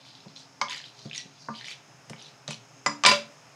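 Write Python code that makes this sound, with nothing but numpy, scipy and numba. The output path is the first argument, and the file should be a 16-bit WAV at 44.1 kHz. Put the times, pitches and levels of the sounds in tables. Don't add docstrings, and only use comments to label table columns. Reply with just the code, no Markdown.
import sys
import numpy as np
from scipy import signal
from scipy.fft import rfft, irfft
from scipy.io import wavfile
from scipy.ndimage import uniform_filter1d
from numba import njit

SR = 44100
rng = np.random.default_rng(int(sys.argv[2]) if len(sys.argv) > 2 else 0)


def boost(x):
    u = np.asarray(x, float) / 20
    return 10 ** u


def store_pcm(level_fs):
    pcm = np.round(np.clip(level_fs, -1, 1) * 32767).astype(np.int16)
    wavfile.write(sys.argv[1], SR, np.atleast_2d(pcm).T)


N = 156555


def level(x, db):
    return x * boost(db) / np.sqrt(np.mean(x ** 2))


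def band(x, hz, width):
    return signal.lfilter(*signal.iirpeak(min(hz, .45 * SR), hz / width, SR), x)


def noise_band(n, hz, width, second_width):
    return band(band(rng.standard_normal(n), hz, width), hz, second_width)


def walk(rate):
    hold = int(SR / rate)
    steps = np.repeat(rng.standard_normal(N // hold + 1), hold)
    return 1.03 * uniform_filter1d(uniform_filter1d(steps, hold), hold)[:N]


def add(out, start_s, x):
    i = int(start_s * SR)
    out[i:i + len(x)] += x[:N - i]


def ring(modes, t, scatter_db):
    hz, db, t60 = np.array(modes).T[:, :, None]
    chance = rng.standard_normal((3, len(modes), 1))
    strength = boost(db + scatter_db * chance[0])
    cycles = hz * (1 + 0.0022 * chance[1]) * t + chance[2]
    return (strength * np.sin(2 * np.pi * cycles) * 1000. ** (-t / t60)).sum(0)


# f/Hz, level/dB per Hz
AIR = [(290, -40), (500, -5), (1320, -7), (4600, -19), (5310, -13), (15000, -40)]
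# f/Hz, width/Hz, level/dB
HUM = [(120, 7.2, -65), (136.5, 16, -64.5), (152, 22, -68), (202, 60, -71.5), (268.5, 11, -68),
       (310, 84, -70), (85, 54, -75.5), (410, 6, -70.5), (700, 85, -69.5), (874, 95, -69.5)]
# f/Hz, width/Hz, level/dB
BURNER = [(5180, 400, -65.5), (6450, 520, -68.5), (2500, 500, -69)]


def kitchen():
    hz, db = np.array(AIR).T
    f = np.maximum(np.fft.rfftfreq(N, 1 / SR), 1)
    shape = boost(np.interp(np.log(f), np.log(hz), db))
    middle = shape[(f > 400) & (f < 4000)]
    middle_share = np.sqrt(np.sum(middle ** 2) / np.sum(shape ** 2))
    air = level(irfft(rfft(rng.standard_normal(N)) * shape, N), -58.5) / middle_share
    out = air * boost(1.3 * walk(2.92))
    for hz, width, db in HUM:
        out += level(noise_band(N, hz, width, 2 * width), db)
    for hz, width, db in BURNER:
        out += level(noise_band(N, hz, width, 2 * width), db) * boost(2.2 * walk(6.2))
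    return out


# f/Hz, t60/s, level/dB against the direct sound
ROOM = [(196, 0.39, -9.5), (500, 0.31, -8), (1200, .3, -8), (2800, 0.31, -8), (5500, 0.25, -8),
        (10000, 0.18, -7)]


def room(x):
    first_echo_s = 0.0034
    t = np.arange(SR // 2) / SR
    tail = np.zeros(len(t))
    for hz, t60, db in ROOM:
        fading = band(rng.standard_normal(len(t)), hz, hz * 1.12) * 1000. ** (-t / t60)
        tail += level(fading, db + 10 * np.log10(hz / 16000))
    tail = tail * np.clip(t / first_echo_s, 0, 1) / np.sqrt(len(t))
    return x + signal.fftconvolve(x, tail)[:N]


# (f/Hz, level/dB, t60/s)
SETTLE = (2.87, -35, [(291, 1, .55), (221, -3, .5)])


def settle():
    out, t = np.zeros(N), np.arange(SR // 2) / SR
    start_s, db, partials = SETTLE
    add(out, start_s, boost(db) * ring(partials, t, 0) * np.minimum(t / .03, 1))
    return out


# t/s, level/dB, f/Hz, t60/s
SINGS = [(.613, -18, 2150, .03), (.613, -20, 3150, .02), (.613, -22, 5250, .025), (.614, -26, 6400, .02),
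         (.618, -25, 960, .1), (.618, -23, 1187, .11), (.692, -33, 1000, .1), (2.861, -18, 2013, .05),
         (2.861, -17, 4950, .045), (2.862, -24, 5814, .06), (2.862, -23, 7100, .05), (2.862, -19, 960, .09),
         (1.18, -40, 1950, .15), (1.486, -28, 1185, .12), (1.50, -38, 221, .25), (2.099, -38, 600, .05),
         (2.482, -33, 600, .06), (2.508, -31, 2520, .05), (2.507, -27, 4000, .02), (2.507, -27, 5900, .02),
         (2.862, -12, 1184, .085), (3.038, -17, 1190, .16), (3.062, -17, 7190, .1), (3.068, -18, 1016, .22),
         (3.050, -9, 2330, .03), (3.061, -12, 2700, .05), (3.071, -12, 4950, .04), (3.09, -27, 221, .4),
         (3.093, -15, 4795, .12), (3.112, -14, 2697, .045), (3.12, -25, 579, .25)]


def sings():
    rise_s = .002
    out, t = np.zeros(N), np.arange(SR // 3) / SR
    for start_s, db, hz, t60 in SINGS:
        pair = [(hz, 0, t60), (hz * 1.012, -9, t60)]
        add(out, start_s, boost(db) * ring(pair, t, 0) * np.minimum(t / rise_s, 1))
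    return out


# t/s, peak level/dB, f/Hz
TICKS = [(0.0508, -43, 2430), (0.1516, -37, 3890), (0.2039, -38, 4090), (0.2828, -39, 4160),
         (0.3624, -31, 4040), (0.3715, -34, 4140), (0.387, -43, 4100), (0.4304, -43, 4200),
         (0.6836, -27, 3380), (.689, -31, 3300), (0.6968, -28, 3520), (.6968, -31, 6600),
         (0.7084, -28, 3560), (.7215, -30, 2100), (0.7300, -27, 4360), (.731, -29, 2100),
         (.7455, -24, 4800), (.747, -31, 1900), (.759, -32, 3000), (.770, -31, 1900), (.7781, -29, 3890),
         (.793, -34, 4100), (.801, -32, 1750), (.815, -34, 4300), (0.8407, -32, 3180), (0.8595, -33, 3790),
         (1.0969, -35, 3520), (1.1123, -27, 2600), (1.131, -26, 3170), (1.1484, -27, 3690),
         (1.1484, -31, 6500), (1.1603, -24, 6470), (1.1695, -27, 6800), (1.1786, -19, 5740),
         (1.1786, -23, 3900), (1.1987, -29.5, 4090), (1.213, -31, 4000), (1.5517, -35, 3230),
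         (1.568, -36, 4300), (1.6112, -34, 4160), (1.6112, -34, 1800), (1.6437, -32, 3440),
         (1.6437, -34, 1900), (1.6826, -27, 2160), (1.684, -32, 6900), (1.7073, -30, 4380),
         (1.7124, -29, 2360), (2.1322, -31, 2240), (2.1322, -32, 1000), (2.1627, -41, 3020),
         (2.1941, -38, 3880), (2.215, -39, 4000), (2.2237, -31, 5880), (2.246, -38, 3900),
         (2.259, -38, 3950), (2.2654, -35, 3910), (2.2829, -38, 3950), (2.4784, -25, 3890),
         (2.531, -31, 3000), (2.543, -31, 4300)]


def ticks():
    t60_s, rise_s, gain_db = .009, .001, 3.5
    spread_octaves, side_db = .2, -8
    out, t = np.zeros(N), np.arange(SR // 40) / SR
    for start_s, db, hz in TICKS:
        octaves = spread_octaves * np.array([-3, -1, 1, 3]) + .1 * rng.standard_normal(4)
        cluster = [(hz, 0, t60_s)] + [(f, side_db, .7 * t60_s) for f in hz * 2 ** octaves]
        add(out, start_s, boost(db + gain_db) * ring(cluster, t, 1.2) * np.minimum(t / rise_s, 1))
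    return out


@njit
def grains(out, at, turn, fade, size):
    for k in range(len(at)):
        z, p, i = size[k] + 0j, fade[k] * np.exp(1j * turn[k]), at[k]
        while i < len(out) and abs(z) > size[k] / 300:
            out[i] += z.imag
            z, i = z * p, i + 1
    return out


# start t/s, length/s, release/s per 20 dB, level/dB, ring of the pan there f/Hz
PUSHES = [(-.2, .3, .5, -55, 4200), (.345, .04, .07, -50, 4800), (.676, .055, .05, -37, 3800),
          (.74, .04, .09, -45, 3600), (.83, .04, .08, -52.5, 4000), (0.92, .14, 0.22, -54, 4800),
          (1.095, .105, .06, -45, 3700), (1.28, .2, .3, -57, 4200), (1.39, 0.03, .06, -60, 5000),
          (1.535, 0.04, 0.12, -50, 4000), (1.595, .13, .05, -43.5, 3900), (2.13, .15, .07, -54, 3900),
          (2.479, .05, 0.0263, -39.5, 4300), (3.04, .08, 0.0552, -26, 3800)]
PAN_PARTIALS_HZ = [1820, 1950, 2305, 2660, 3070, 3480, 3900, 4100, 4620, 4800, 5020, 5800, 6550, 7190]


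def seeds():
    seeds_per_s, snap_share = 2600, .7
    t60_s, rise_s = .008, .0004
    t = np.arange(N) / SR
    count = int(seeds_per_s * N / SR)
    at = np.sort(rng.integers(0, N, count))
    pick, big = rng.standard_normal(count), rng.exponential(size=count)

    pushes = np.array(PUSHES)
    latest = np.maximum(np.searchsorted(pushes[:, 0], at / SR) - 1, 0)
    push_db, ring_hz = pushes[latest, 3], pushes[latest, 4]
    octaves = np.clip(.5 + .02 * (push_db + 45), .15, .7)
    hz = np.clip(ring_hz * 2 ** (octaves * np.maximum(pick, -pick - 4)), 1500., 14000.)
    nearest = np.array(PAN_PARTIALS_HZ)[np.abs(hz[:, None] - PAN_PARTIALS_HZ).argmin(axis=1)]
    hz = np.where(hz < 7800, hz + snap_share * (nearest - hz), hz)

    turn = 2 * np.pi * hz / SR
    size = boost(4 * np.minimum(big, 3.5) - np.abs(pick))
    t60 = t60_s * 2 ** (-.15 * pick)
    fade = 1000. ** (-1 / (t60 * SR))
    onset_fade = np.full(count, np.exp(-1 / (rise_s * SR)))
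    rattle = grains(np.zeros(N), at, turn, fade, size)
    rattle -= grains(np.zeros(N), at, turn, onset_fade, size)

    effort = np.zeros(N)
    for start_s, length_s, release_s, db, _ in PUSHES:
        swell = np.clip((t - start_s) / (.5 * length_s), 0, 1) ** 2
        fall_db = 20 * np.maximum(t - start_s - length_s, 0) / release_s
        effort += swell * boost(db - fall_db)
    swish = band(rng.standard_normal(N), 6000, 7000) * boost(4. * walk(150))
    return effort * (level(rattle, 0) + level(swish, -11)) * boost(2. * walk(39.87))


# f/Hz, level/dB, t60/s
GRATE = [(144, 4, .1), (184, 1, .09), (221.5, -5, 0.31), (288.7, -10, 0.15), (355, -2, 0.057),
         (440, -2, .05), (540, -1, .06), (684, -3, .05)]


def blows(table, modes):
    scatter_db, rough_db, rough_per_s = 2, 3.5, 140
    crack_s, body_s, blow_rise_s, thud_rise_s = .0035, .016, .0007, .01
    out, t = np.zeros(N), np.arange(SR // 3) / SR
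    crack_highpass = signal.butter(2, 500, "high", fs=SR)
    for start_s, db, hardness_hz, thud_db, crack_db in table:
        burst = rng.standard_normal(len(t)) * np.exp(-t / crack_s)
        crack = boost(crack_db) * signal.lfilter(*crack_highpass, burst)
        uneven = np.interp(t * rough_per_s, np.arange(99), rng.standard_normal(99))
        uneven_db = rough_db * uneven * np.minimum(t * rough_per_s, 1)
        ringing = ring(modes, t, scatter_db) / 2 * boost(uneven_db)
        body = boost(-11) * 3 * noise_band(len(t), 1150, 1000, 1000) * np.exp(-t / body_s)
        steel = (ringing + crack + body) * np.minimum(t / blow_rise_s, 1)
        softness = signal.butter(6, min(hardness_hz, .4 * SR), fs=SR, output="sos")
        steel = signal.sosfilt(softness, steel)
        thud = boost(thud_db) * ring(GRATE, t, scatter_db) * np.minimum(t / thud_rise_s, 1) / 2
        add(out, start_s, boost(db) * (steel + thud))
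    return out


# t/s, level/dB, hardness f/Hz, thud level/dB, crack level/dB
KNOCKS = [(.258, -39.5, 900, 4, 2), (.6135, -19, 6800, -17, 6), (1.052, -48, 5000, 17, 4),
          (1.25, -60, 500, 18, -8), (1.485, -24, 1400, -8, 11), (2.0966, -45, 11000, 14.5, 15.5),
          (2.132, -48, 2800, 4, 13), (2.4783, -41, 8000, 9, 18), (2.486, -43, 5000, 9, 17),
          (2.5072, -42.5, 10900, 4, 19), (2.8618, -11, 9000, -16, -2), (3.0365, -17, 7500, -20, 8)]
# f/Hz, level/dB, t60/s
BOWL = [(576, -15, 0.17), (760, -11, .05), (945.5, -4, 0.088), (1016, -14.5, 0.14), (1058, -8, .08),
        (1188.3, -3, .09), (1358, -15, .1), (1647, -13, 0.057), (1775, -16.5, 0.085), (1995, -8, .03),
        (2300, -9, .025), (4900, -9, .04), (5150, -20, .12), (7200, -17, .06)]


def knocks():
    return blows(KNOCKS, BOWL)


# t/s, level/dB, hardness f/Hz, thud level/dB, crack level/dB
CLATTER = [(3.0500, -15, 5200, -21, 15), (3.0600, -15, 7000, -17, 13), (3.0625, -13, 10000, -16, 13),
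           (3.067, -17, 7000, -18.5, 10), (3.075, -18, 6000, -17, 5.5), (3.087, -18.5, 6000, -16, 11),
           (3.094, -20.5, 5000, -17.5, 10), (3.114, -17.5, 7000, -15, 8.5), (3.119, -21.5, 5000, -10, 9.5),
           (3.135, -27, 5000, -15, 6)]
# f/Hz, level/dB, t60/s
RIM = [(580.6, -11, .2), (1020.8, -7, .13), (1190, -10, 0.14), (1400, -10, 0.13), (1822, -7, 0.091),
       (2297, -1.5, 0.11), (2691, -3, 0.06), (3488, -11, 0.087), (4098, -7, 0.087), (4640, -11, 0.14),
       (4790, -2, .09), (5020, -6, .11), (7150, -6, .07), (9600, -12, .1)]


def clatter():
    return blows(CLATTER, RIM)


def scene():
    pan = settle() + sings() + ticks() + seeds() + knocks() + clatter()
    dulled = signal.lfilter(*signal.butter(2, 6500, fs=SR), pan)
    return (kitchen() + room(dulled))[None]


def top_cut(x):
    return signal.sosfilt(signal.butter(12, 15740, fs=SR, output="sos"), x)


def record(dry):
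    x = signal.sosfilt(signal.butter(4, 95, "high", fs=SR, output="sos"), dry)
    ceiling = .97
    rounded = x / (1 + (x / ceiling) ** 6) ** (1 / 6)
    return top_cut(rounded)


dry = scene()
out = record(dry)
store_pcm(out)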